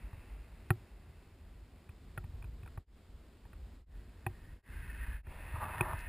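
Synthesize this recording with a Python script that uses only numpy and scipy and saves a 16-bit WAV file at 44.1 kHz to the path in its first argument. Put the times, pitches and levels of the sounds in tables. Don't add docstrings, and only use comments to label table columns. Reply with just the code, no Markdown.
import sys
import numpy as np
from scipy import signal
from scipy.fft import rfft, irfft
from scipy.io import wavfile
from scipy.ndimage import uniform_filter1d, map_coordinates

SR = 44100
rng = np.random.default_rng(int(sys.argv[2]) if len(sys.argv) > 2 else 0)


def master(y):
    cut = np.clip(np.atleast_2d(y).T, -1, 1)
    pcm = np.round(cut * 32767)
    wavfile.write(sys.argv[1], SR, pcm.astype(np.int16))


def elevation(decibels):
    levels = np.asarray(decibels, float)
    return 10 ** (levels / 20)


N = 268128

# time_s, fade_out_s, fade_in_s
CUT_FADES = [
    (2.856, 0.098, 0.12),
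    (3.855, 0.098, 0.12),
    (4.622, 0.091, 0.087),
    (5.227, 0.09, 0.088),
]
# time_s, level_db
HOUSING_SHAKE = [(0, -56), (.3, -50.5), (.7, -55.5), (1.1, -53.5), (1.5, -57.5), (2, -56.5), (2.4, -46.5),
                 (2.75, -54), (3.1, -58), (3.45, -58), (3.75, -47), (4.2, -52.5), (4.7, -51), (5, -40.5),
                 (5.35, -51), (5.7, -45.5), (6.08, -44.5)]


def level(x):
    return x / np.sqrt(np.mean(x ** 2))


def walk(rate):
    k = int(SR / rate)
    held = np.repeat(rng.standard_normal(N // 100), k)[:N]
    return 1.22 * uniform_filter1d(uniform_filter1d(held, k), k)


def along(points):
    return np.interp(np.arange(N) / SR, *np.transpose(points))


def coloured(points):
    hz, db = np.transpose(points)
    f = np.fft.rfftfreq(N, 1 / SR) + 1
    gain = elevation(np.interp(np.log(f), np.log(hz), db))
    return level(irfft(rfft(rng.standard_normal(N)) * gain, N))


def resonate(x, peaks, flicker_db, rate):
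    out = 0
    for hz, width_hz, db in peaks:
        b, a = signal.iirpeak(hz, hz / (1.24 * width_hz), SR)
        tone = level(signal.lfilter(b, a, signal.lfilter(b, a, x)))
        out = out + elevation(db + flicker_db * walk(rate)) * tone
    return level(out)


def ring(hz, t60, t):
    return np.sin(2 * np.pi * hz * t) * np.exp(-np.log(1000) * t / t60)


def waver(x):
    speed_change = 0.018 * walk(14)
    return map_coordinates(x, [np.arange(N) + np.cumsum(speed_change)], order=1, mode="mirror")


def side_hiss():
    # frequency_hz, level_db
    side_spectrum = [(35, -23), (60, -11.5), (120, -4.5), (394, -4.5), (496, -13), (3650, -17), (5060, -12),
                     (5900, -15.5), (7670, -61), (13000, -120)]
    return elevation(-80) * coloured(side_spectrum) * np.array([[1], [-1]])


def hiss():
    # frequency_hz, level_db
    hiss_spectrum = [(88, -37), (150, -8), (220, -4.5), (290, -7.5), (366, -8.5), (505, -14.5), (1700, -23),
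                     (1950, -22.5), (2210, -24), (4910, -28), (5900, -29), (7670, -77), (13000, -120)]
    hiss_db = -64 + 0.082 * (along(HOUSING_SHAKE) + 55) + 0.89 * walk(9)
    return elevation(hiss_db) * coloured(hiss_spectrum)


def buffeting():
    # frequency_hz, width_hz, level_db
    deep_peaks = [(47.6, 20.2, 1.5), (29, 11, -9.5)]
    buffet_db = 4 * walk(12)
    deep = resonate(rng.standard_normal(N), deep_peaks, 1, 20)
    return elevation(along(HOUSING_SHAKE) + buffet_db) * deep


def mount_rumble():
    # frequency_hz, width_hz, level_db
    mount_peaks = [(79.3, 34.3, 1), (131, 45, -12)]
    mount = resonate(rng.standard_normal(N), mount_peaks, 2, 25)
    shaken_db = -60.5 + 0.45 * (along(HOUSING_SHAKE) + 56.5) + 2.5 * walk(10)
    return (elevation(shaken_db) + elevation(-3) * slide()) * mount


def car():
    # start_s, end_s, level_db, slope_db_per_s
    crossings = [
        (0, 2.6, -64, -8),
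        (5.227, 6.1, -58, -1.5),
    ]
    # frequency_hz, level_db
    tyre_spectrum = [(290, -46.5), (500, -3), (746, -3.5), (1230, -7), (2140, -4.5), (2310, -7.5),
                     (2660, -2), (3050, -25), (4000, -25.5), (5200, -54), (8800, -120)]
    t = np.arange(N) / SR
    passing = 0
    for start_s, end_s, db, db_per_s in crossings:
        passing = passing + elevation(db + db_per_s * (t - start_s)) * (t >= start_s) * (t < end_s)
    return passing * elevation(walk(8.1)) * coloured(tyre_spectrum)


def slide():
    # start_s, length_s, level_db
    carves = [
        (5.25, .28, -65),
        (5.525, 0.38, -50),
        (5.598, 0.035, -41.5),
        (5.815, 0.11, -47),
    ]
    attack_s, release_s = 0.034, 0.029
    t = np.arange(N) / SR
    pressure = 0
    for start_s, length_s, db in carves:
        attack = np.clip((t - start_s) / attack_s, 0, 1)
        release = np.exp(-np.maximum(t - start_s - length_s, 0) / release_s)
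        pressure = pressure + elevation(db) * attack * release
    return pressure


def grit(rate, spread_db):
    struck = rng.random(N) < rate / SR
    ticks = struck * elevation(spread_db * rng.exponential(size=N)) * rng.standard_normal(N)
    return level(ticks) + 0.5 * rng.standard_normal(N)


def wheels():
    # time_s, level_db
    nearness = [
        (3.9, -75),
        (4.1, -71.5),
        (4.6, -69.5),
        (4.66, -58),
        (5.05, -51.5),
        (5.2, -54),
        (5.26, -74),
        (5.45, -58),
        (5.65, -50.5),
        (6.08, -53),
    ]
    # frequency_hz, width_hz, level_db
    whirr_peaks = [(1618, 220, 0), (1773, 570, 11.5), (2080, 106, -4), (4000, 450, -57)]
    scrape_peaks = [(358, 48, -10.5), (646, 66, -3), (960, 250, 6.5), (1162, 200, -1)]
    upper_peaks = [(2483, 207, 0)]
    wash_peaks = [(3320, 240, -4), (505, 450, 5.5)]
    bearing_peaks = [(955, 61, -9), (1838, 70, 2.5), (2593, 46, -9.5)]
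    lip_peaks = [(963, 40, -2), (1120, 40, 0), (1246, 54, -7)]
    rolling, sliding = elevation(along(nearness)), slide()
    road = grit(3000, 1.5) * elevation(walk(25))
    judder = grit(1500, 2.5) * elevation(1.5 * walk(45))

    def press(roll_db, slide_db, share):
        return np.hypot(elevation(roll_db) * rolling, elevation(slide_db) * sliding ** share)

    out = press(-2, -22, 0.9) * resonate(road, whirr_peaks, 0.69, 24)
    out += press(-14.5, -2.5, 0.92) * resonate(judder, scrape_peaks, 0.69, 24)
    out += press(-10, -28.5, 1) * resonate(road, upper_peaks, 0.69, 24)
    out += press(-23, -54, 0.2) * resonate(road, wash_peaks, 0.69, 24)
    out += press(-5, -40, 4) * waver(resonate(road, bearing_peaks, 1.9, 10))
    out += press(-40.5, -3.5, 1.1) * waver(resonate(road, lip_peaks, 1.9, 10))
    board_enters_s = CUT_FADES[1][0]
    return out * (np.arange(N) > board_enters_s * SR)


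def stones():
    # start_s, level_db
    flicks = [
        (5.991, -53),
        (6.0054, -54),
    ]
    out, t = np.zeros(N + SR), np.arange(SR // 5) / SR
    for start_s, db in flicks:
        i = int(start_s * SR)
        bright = np.diff(rng.standard_normal(len(t) + 1))
        out[i:i + len(t)] += elevation(db + 10) * bright * np.exp(-t / 0.003)
    return out[:N]


def swing(t, hz):
    # pitch_ratio, level_db, t60_s
    mount_modes = [(1, 12, 0.061), (0.848, 6, .12), (1.9, -1, 0.032)]
    push = 1 - np.exp(-(t / 0.0048) ** 2)
    out = push * sum(elevation(db) * ring(ratio * hz, t60, t) for ratio, db, t60 in mount_modes)
    return out / np.abs(out).max()


def bumps():
    # start_s, level_db
    hand_bumps = [(0.173, -42), (1.093, -42), (2.334, -34.5), (2.407, -38), (2.489, -40.5), (2.526, -52),
                  (4.28, -35), (4.302, -37), (4.688, -40), (4.749, -43), (4.827, -43), (4.904, -49),
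                  (5.05, -46), (5.449, -39), (5.539, -27), (5.58, -31.5), (5.934, -26)]
    out, t = np.zeros(N + SR), np.arange(SR // 5) / SR
    for start_s, db in hand_bumps:
        i = int(start_s * SR)
        out[i:i + len(t)] += elevation(db - 5) * swing(t, 100)
    return out[:N]


def rebounds(t):
    gaps = 0.15 + 0.12 * np.abs(rng.standard_normal(7))
    late_s = np.r_[0, np.cumsum(gaps)] * 0.004
    size = np.exp(-np.arange(8) / 1.5) * elevation(2 * rng.standard_normal(8))
    return size @ np.exp(-((t[:1200] - 0.0003 - late_s[:, None]) / 0.00007) ** 2)


def shell_ring(t, dull_db, bright_db):
    # frequency_hz, level_db, t60_s
    shell_modes = [(358, -6, 0.096), (644, -12, 0.04), (774, -8, 0.046), (949, 0, 0.022),
                   (995, -3.5, 0.023), (1145, -5, 0.02), (1336, -5, 0.034), (1466, 6.5, 0.0065),
                   (1875, 1.5, 0.021), (2335, -4.5, 0.0086), (2533, 0.5, 0.018), (3040, -24, 0.042),
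                   (3335, -17, 0.023)]
    shell = np.zeros(len(t))
    for k, (hz, db, t60) in enumerate(shell_modes):
        mode_db = db + dull_db * (hz < 1300) + bright_db * (hz > 2100) + 2 * rng.standard_normal()
        detune = 1 + 0.008 * rng.standard_normal()
        shell += (-1) ** k * elevation(mode_db) * ring(hz * detune, t60, t)
    shell[:2] += elevation(-3) * 20 * np.array([1, -1])
    return shell


def knocks():
    # start_s, crack_db, thump_db over crack, dull_db below 1300 Hz, bright_db above 2100 Hz
    blows = [(0.13, -47, 11, 6, -14.5), (0.704, -17, 1, -1, -1), (1.891, -47, 7.5, -2, 2),
             (2.176, -31.5, -0.5, -2, 0), (2.24, -48, 14.5, 7, 6), (2.424, -45.5, -3, -1, 5),
             (2.442, -46, 11.5, 3, 2), (2.631, -48.5, 10.5, 5, 9), (2.66, -46.5, -9, 3, -1),
             (2.675, -46.5, -1, -9, -4), (2.775, -38.5, 9.5, 8, 1.5), (3.452, -52, 8, 8, -1),
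             (3.531, -49, 2, -6, -7), (4.264, -25, -1.5, 6, 5), (5.268, -41, 4.5, 3.5, 4),
             (5.808, -16, -6.5, 4.5, 11.5)]
    out, t = np.zeros(N + SR), np.arange(SR // 5) / SR
    wall = signal.butter(6, 3900, fs=SR, output="sos")
    for start_s, crack_db, thump_db, dull_db, bright_db in blows:
        struck = signal.fftconvolve(shell_ring(t, dull_db, bright_db), rebounds(t))[:len(t)]
        crack = signal.sosfilt(wall, struck)
        thump_hz = 89 + 1.14 * (crack_db + 51.5)
        knock = crack / np.abs(crack).max() + elevation(thump_db) * swing(t, thump_hz)
        i = int(start_s * SR)
        out[i:i + len(t)] += elevation(crack_db - 1.5) * knock
    return out[:N]


def scene():
    background = hiss() + buffeting() + mount_rumble() + car()
    board_and_blows = wheels() + stones() + bumps() + knocks()
    return background + board_and_blows + side_hiss()


def roll_off(x):
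    return signal.sosfilt(signal.butter(12, 16230, fs=SR, output="sos"), x)


def record(dry):
    slow = signal.sosfilt(signal.butter(6, 5500, fs=SR, output="sos"), dry)
    held = np.repeat(signal.resample_poly(slow, 40, 147, axis=1), 4, axis=1)
    out = signal.resample_poly(held, 147, 160, axis=1)[:, :N]
    out = signal.sosfilt(signal.ellip(8, 0.2, 38, 15500, fs=SR, output="sos"), out)
    t, fade = np.arange(N) / SR, 1
    for cut_s, out_s, in_s in CUT_FADES:
        ramp = np.maximum((cut_s - t) / out_s, (t - cut_s) / in_s)
        fade = fade * np.clip(ramp, 0.03, 1) ** 1.01
    return roll_off(fade * out)


dry = scene()
out = record(dry)
master(out)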